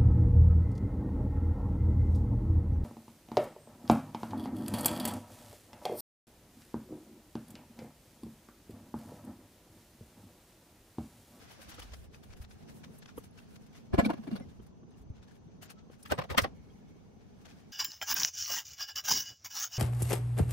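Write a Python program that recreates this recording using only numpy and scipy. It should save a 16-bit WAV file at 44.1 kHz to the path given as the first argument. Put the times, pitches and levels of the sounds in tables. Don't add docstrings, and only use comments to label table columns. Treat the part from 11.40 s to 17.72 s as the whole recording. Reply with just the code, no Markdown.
import sys
import numpy as np
from scipy import signal
from scipy.fft import rfft, irfft
from scipy.io import wavfile
from scipy.ndimage import uniform_filter1d, map_coordinates

SR = 44100
rng = np.random.default_rng(int(sys.argv[2]) if len(sys.argv) > 2 else 0)


def voltage_ratio(level):
    return 10 ** (np.asarray(level, float) / 20)


def generate_wav(signal):
    frames = np.transpose(np.atleast_2d(signal))
    scaled = np.clip(frames, -1, 1) * 32767
    pcm = np.round(scaled).astype(np.int16)
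    wavfile.write(sys.argv[1], SR, pcm)


N = 278712
T = np.arange(N) / SR
KITCHEN_S = 1.2


def unit(x):
    return x / np.sqrt(np.mean(x ** 2) + 1e-20)


def slope(points):
    f, v = np.transpose(points)
    return lambda hz: voltage_ratio(np.interp(np.log(hz + 1), np.log(f + 1), v, left=-120, right=-120))


def modes(peaks):
    def gain(f):
        total = 0
        for k, (centre, width, db) in enumerate(peaks):
            damping = 1j * f * width
            total = total + (-1) ** k * voltage_ratio(db) * damping / (centre * centre - f * f + damping)
        return total
    return gain


def noise(gain, patchy_db, alike=0):
    hz, _, z = signal.stft(rng.standard_normal((2, N)), SR, nperseg=1024)
    z = z + alike * z[::-1]
    field = uniform_filter1d(rng.standard_normal(z.shape[1:]), 9, 0)
    field = uniform_filter1d(field, 2, 1)
    patches = voltage_ratio(patchy_db * unit(field))
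    coloured = signal.istft(z * gain(hz)[:, None] * patches, SR, nperseg=1024)[1]
    return unit(coloured[:, :N])


def wobble(rate):
    return map_coordinates(rng.standard_normal(int(N * rate / SR) + 4), [T * rate])


def grain():
    return unit(voltage_ratio(2 * wobble(500)))


def smear(s, length, rise):
    first = max(round((s - 0.04) * SR), 0)
    t = T[first:first + SR // 5] - s
    length = max(length, 0.003)
    before = np.exp(-(t / (rise * length)) ** 2)
    after = np.exp(-(np.abs(t) / length) ** 1.46)
    return first, np.where(t < 0, before, after)


def bursts(times, levels_db, lengths, rise, pan_db=0):
    env = np.zeros((2, N))
    sides_db = np.array([[pan_db / 2], [-pan_db / 2]])
    for s, db, length in zip(times, levels_db, lengths):
        first, shape = smear(s, length, rise)
        env[:, first:first + len(shape)] += voltage_ratio(db + sides_db) * shape
    return env


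def tones(times, levels_db, pitches_hz, lengths, rise, slip):
    out = np.zeros((2, N))
    lead = slip / 2 * rng.choice([-1, 1], len(times))
    for s, db, hz, length, half in zip(times, levels_db, pitches_hz, lengths, lead):
        first, shape = smear(s, length, rise)
        t = T[first:first + len(shape)] - s
        phase = 2 * np.pi * hz * t + np.array([[half], [-half]])
        out[:, first:first + len(shape)] -= voltage_ratio(db) * shape * np.cos(phase)
    return out


def linger(times, levels_db, length):
    power = sum(bursts([s], [db], [length], rise=0.33) ** 2 for s, db in zip(times, levels_db))
    return np.sqrt(power)


def microphone():
    return voltage_ratio(-98.5) * rng.standard_normal((2, N))


# pitch_hz, level_db
WHINE = [(6142, -88.5)]


def whine():
    (whine_hz, whine_db), = WHINE
    drift = 2.2 * np.array([wobble(45), wobble(45)])
    level_db = whine_db + 7 - 12 * (T < KITCHEN_S) + 1.8 * wobble(14)
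    return voltage_ratio(level_db) * np.sin(2 * np.pi * whine_hz * T + drift)


# pitch_hz, level_db (per Hz)
HALL = [(200, -40), (300, -2), (450, 0), (700, -8), (1100, -25)]


def hall():
    fade = np.clip((KITCHEN_S - T) / 0.27, 0, 1)
    return voltage_ratio(-67.5) * fade * noise(slope(HALL), patchy_db=2)


# pitch_hz, level_db (per Hz)
HUM = [(35, -45), (60, -13), (101, -5.5), (129, -10), (199, -4.5), (271, -10.5), (314, -19.5), (412, -15.5),
       (452, -16.5), (497, -22.5), (725, -25.5), (796, -24.5), (1500, -40.5), (1950, -76), (3300, -120)]
# start_s, level_db
PASSING = [
    (0.0, -60.5),
    (1.17, -56),
    (1.25, -51.5),
    (1.45, -52.5),
    (1.67, -55),
    (6.32, -55),
]


def hum():
    boom, click = np.transpose(BOOMS), np.transpose(CLICKS)
    hit_db = np.r_[boom[1], click[1] + click[2] - 3]
    drone = linger(np.r_[boom[0], click[0]], hit_db - 27, length=0.083)
    house = voltage_ratio(np.interp(T, *np.transpose(PASSING)))
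    return (house + drone) * noise(slope(HUM), patchy_db=1.5)


# start_s, level_db (of rustle)
MOTION = [(0.0, -66.5), (0.28, -63.5), (0.39, -61.5), (0.54, -68), (0.69, -75.5), (0.84, -73.5),
          (1.14, -71.5), (1.67, -73), (1.99, -72.5), (2.2, -72), (2.32, -75.5), (3.0, -74), (3.43, -80.5),
          (4.17, -79.5), (4.9, -78), (5.49, -76), (5.76, -79.5), (6.07, -74.5)]
# centre_s, half_length_s, level_db
LULLS = [
    (.69, 0.027, -2),
    (0.81, 0.022, -1.5),
    (0.952, .012, -4),
    (1.074, 0.018, -5.5),
    (1.73, 0.023, -2),
    (1.908, .035, -4.5),
    (2.184, 0.021, -4),
    (3.33, 0.046, -1.5),
]
CALM_DB = -75


def motion():
    over_calm_db = np.interp(T, *np.transpose(MOTION)) - CALM_DB
    for s, half, db in LULLS:
        over_calm_db += db * np.exp(-((T - s) / half) ** 2)
    return over_calm_db


# pitch_hz, level_db (per Hz)
RUMBLE = [(12, -41), (20, -14), (38, -13), (65, -2.5), (87, -5), (130, -21.5), (170, -57.5), (290, -120)]


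def rumble(motion_db):
    thud = np.transpose(THUDS)
    sway = linger(thud[0], 0.51 * thud[1] - 38.5, length=0.11)
    return (voltage_ratio(-67 + 0.35 * motion_db) + sway) * noise(slope(RUMBLE), patchy_db=1.5, alike=0.18)


# pitch_hz, level_db (per Hz)
RUSTLE = [(410, -17), (700, -5.5), (894, -9), (1660, -7), (2040, -10), (2830, -10.5), (4000, -13),
          (6010, -13.5), (8000, -25), (10400, -52.5), (17600, -120)]
# pitch_hz, level_db (per Hz)
HISS = [(3820, -41), (6500, -7.5), (7960, -4.5), (9440, -2.5), (11700, -5), (13200, -7.5), (15700, -9)]


def clothes(motion_db):
    clunk, click = np.transpose(CLUNKS), np.transpose(CLICKS)
    rattle = linger(np.r_[clunk[0], click[0]], np.r_[clunk[1], click[1] - 6] - 36, length=0.044)
    flutter = wobble(30)
    rustle_level = voltage_ratio(CALM_DB + motion_db + 4.5) + rattle
    hiss_level = voltage_ratio(-82 + 2.4 * np.minimum(motion_db, 4)) + voltage_ratio(-17.5) * rattle
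    rustle = rustle_level * voltage_ratio(0.59 * flutter) * noise(slope(RUSTLE), patchy_db=1.5)
    hiss = hiss_level * voltage_ratio(3.6 * flutter) * noise(slope(HISS), patchy_db=2.2)
    return rustle + hiss


# start_s, level_db (peak), high_db,
# length_s
SCUFFS = [(0.024, -50.5, -8.5, 0.041), (0.114, -47.5, -11, 0.045), (0.219, -46.5, -6.5, 0.027),
          (0.293, -44, -4, 0.022), (0.318, -45.5, -33, 0.019), (0.343, -51.5, -4, .017),
          (0.39, -47, -13, 0.018), (0.395, -40.5, -6, 0.0081), (0.425, -45, -9.5, 0.021),
          (0.52, -48.5, -15, .012), (0.536, -40.5, -11.5, .011), (0.641, -57.5, -5, 0.015),
          (0.741, -49, -15.5, 0.024), (0.834, -50.5, -8.5, 0.013), (0.907, -54.5, -20, 0.028),
          (0.928, -51, -25, 0.012), (0.969, -54, -7, 0.015), (1.018, -50, -5.5, 0.016),
          (1.042, -49, -33, .011), (1.11, -49, -18, 0.012), (1.29, -49, -10.5, 0.027),
          (1.439, -43, -16, 0.014), (1.583, -65, 9, 0.01), (1.6218, -47, -27, 0.014), (1.656, -44, -20, .005),
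          (1.226, -55, -15, .01), (1.362, -63, -2, 0.0081), (2.105, -61, -7, .01), (2.329, -59, -12, 0.009),
          (1.687, -49, -20, 0.023), (1.777, -54.5, 1.5, 0.028), (1.84, -52.5, -5.5, 0.021),
          (1.982, -49.5, -13, 0.022), (2.156, -47.5, -14, 0.01), (2.36, -50, -12.5, 0.036),
          (2.263, -58, -5.5, .013), (3.095, -57, -11.5, 0.03), (3.225, -62.5, -5, 0.028),
          (3.264, -59, -4, .009), (3.52, -62, -22, .03), (3.615, -69, -4, 0.014), (3.697, -67, -9, .008),
          (4.12, -65, -27, .05), (5.49, -67, -8, .02), (5.81, -62, -20, 0.032), (3.58, -61, -7.5, 0.033),
          (3.764, -60, -20, 0.047), (3.83, -54.5, -17, 0.021), (3.879, -56.5, -17, 0.02),
          (3.915, -57.5, -14, 0.032), (3.955, -64, -7, 0.023), (4.226, -45, -4, 0.021),
          (4.257, -53.5, -31, .06), (4.302, -43, -5, .016), (4.3874, -56, -31, 0.024),
          (4.514, -65, -5, 0.023), (4.532, -57, -12, 0.031), (4.599, -63, -2, 0.032), (4.678, -61, 4, .02),
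          (4.754, -65, -4, 0.011), (6.015, -59, -11, 0.019), (6.053, -46, -16, 0.012),
          (6.098, -51.5, -15.5, 0.043), (6.194, -58, -12, 0.038)]
# start_s, level_db, pitch_hz
SQUEAKS = [(.322, -55.5, 1940), (.345, -53, 3700), (0.318, -54, 2900), (.384, -47, 1300),
           (0.422, -46, 3000), (.426, -48, 3400), (.54, -59, 1750), (.747, -51, 2540), (1.444, -53, 3050),
           (1.99, -53, 2700), (1.912, -63, 11200), (1.693, -53, 1400), (1.785, -50.5, 9700),
           (3.918, -60, 1650), (3, -60, 9600), (1.774, -54, 10400), (4.392, -64, 4300),
           (1.659, -56.5, 3270), (6.115, -59, 2530), (3.51, -70, 9200), (3.203, -69, 3100),
           (3.885, -63, 1680), (3.545, -65, 2800), (6.09, -62, 2450), (1.588, -57, 9400)]
# start_s, level_db (peak), pitch_hz, length_s
THUDS = [(0.403, -48, 53.8, 0.026), (0.593, -47, 80.7, 0.016), (.28, -56, 75, 0.017), (.645, -52, 70, .015),
         (.69, -55, 62, 0.016), (0.861, -53, 70, .012), (.95, -54, 45, .015), (0.901, -44.5, 67, 0.017),
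         (1.005, -37, 64.5, 0.012), (1.043, -49, 45.8, 0.014), (1.774, -52, 56, 0.018),
         (2.54, -23.5, 78.5, 0.0098), (2.589, -19, 96, 0.0069), (3.075, -47, 84, 0.022),
         (3.21, -51.5, 60, .04), (3.61, -51, 55, .025), (3.665, -49, 88.8, 0.0081),
         (3.703, -32.5, 87, 0.0077), (4.719, -33.5, 81, 0.014), (4.786, -43.5, 113, 0.016),
         (4.921, -35, 84.4, 0.016), (4.974, -38.5, 62.3, 0.01), (5.027, -30.5, 92, 0.018),
         (5.2, -52.5, 70, 0.019), (.46, -47.5, 50, 0.045), (0.534, -47.5, 66.3, 0.1)]


def steps():
    s, db, high_db, length = np.transpose(SCUFFS)
    s, length = s + 0.0046, 0.82 * length
    scrape = bursts(s, db - 9, length, rise=0.74, pan_db=4) * grain() * noise(slope(RUSTLE), patchy_db=1.5)
    swish = bursts(s, db + high_db - 6.5, length, rise=0.56)
    swish = swish * noise(slope(HISS), patchy_db=2.5, alike=0.072)
    s, db, hz = np.transpose(SQUEAKS)
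    squeak = tones(s, db, hz, np.full(len(s), 0.003), rise=1, slip=1.5)
    s, db, hz, length = np.transpose(THUDS)
    thud = tones(s + 0.0011, db + 1.5, hz, length, rise=0.36, slip=0.89)
    return scrape + swish + squeak + thud


# start_s, level_db (peak), pitch_hz, length_s
KNOCKS = [
    (0.025, -56, 452, 0.012),
    (0.194, -53.5, 542, 0.011),
    (0.29, -55.5, 318, 0.023),
    (0.385, -47.5, 510, 0.0081),
    (1.779, -35, 468, 0.0056),
    (3.198, -47, 375, 0.0046),
    (3.433, -52.5, 327, 0.0066),
    (4.499, -46.5, 480, 0.0034),
    (5.134, -57, 400, 0.0081),
]
# pitch_hz, level_db (per Hz)
WOOD = [(350, -40), (600, -15), (1180, -2), (2330, -27), (3230, -13), (4000, -41), (5200, -68),
        (8800, -120)]


def knocks():
    s, db, hz, length = np.transpose(KNOCKS)
    s = s + 0.0025
    edge = bursts(s, db - 15, length, rise=0.9) * noise(slope(WOOD), patchy_db=1.5)
    upper = tones(s, db, hz, length, rise=0.56, slip=0.78)
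    lower = tones(s, db - 3, 0.588 * hz, length, rise=0.99, slip=1.5)
    return edge + upper + lower


# start_s, level_db, pitch_hz, length_s
PINGS = [(1.589, -60, 11500, 0.0078), (1.785, -49.5, 11500, 0.0051), (1.784, -50, 1170, 0.0047),
         (1.779, -45, 926, 0.0035), (2.595, -30, 1030, 0.008), (2.598, -42, 7660, 0.0063),
         (2.652, -28.5, 2316, 0.0031), (2.653, -47, 4550, 0.0029), (2.706, -46, 500, 0.0091),
         (2.930, -61, 2810, 0.025), (3.025, -69.5, 5550, 0.014), (3.028, -61, 2060, 0.011),
         (4.384, -63, 1313, 0.025), (5.305, -67, 3260, 0.0073), (4.26, -61, 7050, 0.008),
         (4.258, -64, 14200, .006), (4.633, -48.5, 9500, 0.004), (4.72, -42, 7400, 0.0031),
         (4.984, -24.5, 3150, 0.0049), (4.724, -30.5, 1540, 0.0057), (4.989, -29, 550, 0.0089),
         (4.996, -33.5, 100, 0.0057), (4.987, -34, 1030, 0.0069), (5.059, -36, 310, .006)]
# start_s, level_db, pitch_hz, length_s
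OPPOSED = [
    (2.541, -21, 215, .008),
    (2.544, -30, 587, .008),
    (2.592, -22, 581, .01),
    (2.597, -29, 1997, .011),
    (2.596, -32, 1330, .011),
    (2.735, -39, 600, .009),
    (4.721, -33, 200, .009),
    (4.989, -23, 522, .008),
    (4.989, -25, 1028, .008),
    (4.987, -24, 264, .008),
]


def pings():
    alike = tones(*np.transpose(PINGS), rise=0.9, slip=1.38)
    return alike + tones(*np.transpose(OPPOSED), rise=0.9, slip=np.pi)


# pitch_hz, width_hz, level_db
JETS = [(1710, 40, -3), (2196, 50, 1), (2410, 40, -3)]


def flame():
    hiss = voltage_ratio(-87) * noise(slope(SPARK), patchy_db=1)
    jets = voltage_ratio(-83 + 3 * wobble(6)) * noise(lambda hz: modes(JETS)(hz) ** 2, patchy_db=1)
    return np.clip((T - 5.06) / 0.1, 0, 1) * (hiss + jets)


# start_s, level_db (peak), pitch_hz, length_s
BOOMS = [(2.545, -24.5, 376, 0.008), (2.604, -29, 280, 0.0035), (2.559, -33, 110, 0.0055),
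         (2.589, -17.5, 297, 0.0083), (2.595, -16, 194, 0.0049), (2.636, -22.5, 227, 0.0084),
         (2.665, -19, 250, 0.0054), (2.679, -28, 218, 0.023), (2.705, -24, 308, 0.0076),
         (2.743, -30.5, 258, 0.0034), (2.798, -36, 220, 0.016), (2.879, -30.5, 290, 0.0044),
         (2.89, -31, 257, 0.0034), (2.955, -32.5, 200, 0.0045), (2.918, -31, 270, 0.0026),
         (2.935, -25.5, 218, 0.012), (3.011, -34.5, 217, 0.006)]
# start_s, clank_db, grit_db, length_s
CLUNKS = [(2.541, -28, -16.5, 0.015), (2.591, -18, -16, 0.016), (2.638, -44, -13, 0.0094),
          (2.654, -31, -5, 0.016), (2.701, -27, -16.5, 0.014), (2.736, -36, -14.5, 0.0087),
          (2.776, -49, -12, 0.017), (2.838, -48.5, -11, 0.015), (2.876, -39.5, -14.5, 0.012),
          (2.912, -41, -11, 0.009), (2.932, -44, -12, 0.018), (2.961, -40.5, -6.5, 0.016),
          (3.004, -47, -29, 0.015)]
# pitch_hz, width_hz, level_db
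CASTING = [(680, 55, 0.5), (895, 34, -10.5), (1043, 43, -6.5), (1500, 68, -11), (1678, 34, -7),
           (2310, 140, -14), (2806, 41, -12.5), (3200, 50, -19.5), (3460, 46, -19), (4370, 75, -23.5)]
# pitch_hz, level_db (per Hz)
GRIT = [(1470, -25), (2300, -11), (3520, -4), (4600, -4), (6760, -17), (7890, -27), (8080, -13.5),
        (9440, -12), (9960, -18), (10800, -14), (12700, -18), (16000, -29.5)]
# start_s, level_db, pitch_hz, length_s
CASTING_RINGS = [(2.545, -42, 1047, 0.0059), (2.545, -38, 556, 0.0075), (2.59, -30, 520, .005),
                 (2.596, -28, 682, 0.012), (2.599, -35.5, 1685, .009), (2.596, -44, 3000, .008),
                 (2.686, -36, 490, .008), (2.699, -32, 887, 0.0048), (2.712, -37, 930, 0.0058),
                 (2.713, -40, 1041, 0.0066), (2.982, -62, 3800, 0.009), (2.855, -43, 170, .006),
                 (2.62, -49, 1341, .012), (2.708, -43, 1402, .008), (2.664, -40.5, 1497, 0.0073),
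                 (2.88, -45, 390, .006), (2.964, -50.5, 1440, 0.006), (2.966, -54, 4420, 0.0057),
                 (3.012, -44.5, 542, .006)]


def casting():
    boom = tones(*np.transpose(BOOMS), rise=0.82, slip=1.05)
    s, db, grit_db, length = np.transpose(CLUNKS)
    clank = bursts(s + 0.0023, db - 9.5, length, rise=0.64) * noise(modes(CASTING), patchy_db=0)
    grit = bursts(s + 0.003, db + grit_db - 7, 0.73 * length, rise=0.82, pan_db=2.1)
    grit = grit * noise(slope(GRIT), patchy_db=2.2)
    shake = bursts(s + 0.0027, db - 9.5, length, rise=0.76) * noise(slope(PANEL), patchy_db=3)
    ring = linger(s + 0.0049, db - 25, length=0.041)
    ring = ring * noise(lambda hz: modes(CASTING)(hz) ** 2 * hz, patchy_db=1)
    notes = tones(*np.transpose(CASTING_RINGS), rise=0.9, slip=1.38)
    return boom + shake + ring + notes + grain() * (clank + grit)


# start_s, click_db, body_db, spark_db, length_s
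CLICKS = [(4.63, -59, -14, 6, .011), (4.658, -34.5, -36, -18.5, 0.012), (4.707, -32, -13, -18, 0.015),
          (4.7182, -20.5, -6, -16, .012), (4.748, -43.5, -4, -26, 0.013), (4.786, -24.5, -4, -23, 0.013),
          (4.815, -30, -7.5, -27, 0.009), (4.8393, -36.5, -7, -22, 0.011), (4.906, -27, -4, -19, 0.016),
          (4.925, -45.5, 1, -9.5, 0.014), (4.945, -32, -3, -28, 0.007), (4.9812, -7.5, -14.5, -15, .011),
          (4.996, -28, -14, -16, 0.011), (5.018, -44, -20, -8, 0.013), (5.021, -40.5, -3, -1, 0.019),
          (5.042, -23, -4.5, -30, 0.011), (5.071, -48, -1, -35, 0.0085)]
# pitch_hz, level_db (per Hz)
PANEL = [(76, -40.5), (130, -2), (269, -5), (317, -8), (524, -1), (650, -4.5), (706, -3.5), (942, -8),
         (1200, -10.5), (1560, -24.5), (2640, -120)]
# pitch_hz, level_db (per Hz)
KNOB = [(470, -37.5), (800, -11.5), (1240, -1), (1430, -6), (1840, -2.5), (2360, -7.5), (3150, -9.5),
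        (5500, -19), (7150, -39), (12100, -120)]
# pitch_hz, level_db (per Hz)
SPARK = [(2350, -33), (4000, -6.5), (5870, -2.5), (7130, -9), (8080, -6), (10100, -10.5), (11900, -10),
         (12900, -8.5), (15000, -9), (15800, -12)]
# start_s, level_db, pitch_hz, length_s
PANEL_RINGS = [(4.705, -43, 1320, .008), (4.703, -48, 825, .006), (4.724, -31, 520, .007),
               (4.724, -33, 770, .006), (4.724, -38, 2790, .005), (4.736, -36, 400, .004),
               (4.748, -44, 550, .006), (4.792, -33, 1023, .007), (4.796, -31, 535, .006),
               (4.793, -38, 790, .005), (4.795, -34, 165, .006), (4.792, -45, 1884, .006),
               (4.792, -46, 2810, .005), (4.821, -41, 1064, .006), (4.823, -40, 580, .006),
               (4.815, -40, 150, .008), (4.909, -33, 130, .007), (4.91, -44, 1235, .01),
               (4.922, -38, 545, .007), (4.948, -36, 898, .006), (4.951, -34, 531, .005),
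               (4.984, -26, 1232, .008), (4.985, -25, 1840, .008), (4.988, -28, 2030, .009),
               (4.987, -31, 2140, .009), (4.986, -30, 1120, .007), (4.986, -28.5, 670, .008),
               (4.984, -28, 235, .007), (4.988, -35, 3650, .008), (4.987, -31, 4300, .007),
               (5.049, -32, 481, .006), (5.049, -32, 628, .006), (5.051, -32, 777, .008),
               (5.047, -35, 1118, .006), (5.047, -37, 1900, .005), (5.082, -44, 210, .005),
               (4.721, -48, 14800, .003), (4.721, -49, 13700, .003), (4.745, -58, 8350, .015),
               (4.633, -56, 10200, .004), (4.98, -40, 8050, .006), (4.984, -43, 12400, .005),
               (4.979, -43, 14700, .004), (4.912, -59, 7900, .008), (5.035, -59, 10000, .02)]


def knob():
    s, db, body_db, spark_db, length = np.transpose(CLICKS)
    s = s + 0.0036
    click = bursts(s, db - 13.5, length, rise=0.72, pan_db=2.5) * noise(slope(KNOB), patchy_db=1.5)
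    body = bursts(s + 0.0025, db + body_db - 6.5, 1.29 * length, rise=0.52)
    body = body * noise(slope(PANEL), patchy_db=3.5)
    spark = bursts(s - 0.001, db + spark_db - 5, 0.7 * length, rise=0.76)
    spark = spark * noise(slope(SPARK), patchy_db=0, alike=0.17)
    notes = tones(*np.transpose(PANEL_RINGS), rise=0.9, slip=1.38)
    return body + notes + grain() * (click + spark)


def scene():
    motion_db = motion()
    background = microphone() + whine() + hall() + hum()
    carrier = rumble(motion_db) + clothes(motion_db) + steps()
    hob = flame() + casting() + knob()
    return background + carrier + knocks() + pings() + hob


def low_pass(x):
    return signal.sosfilt(signal.butter(12, 16400, fs=SR, output="sos"), x)


def record(dry):
    in_band = np.fft.rfftfreq(N, 1 / SR) < 15830
    kept = irfft(rfft(dry) * in_band, N)
    return low_pass(kept)


dry = scene()
out = record(dry)
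generate_wav(out)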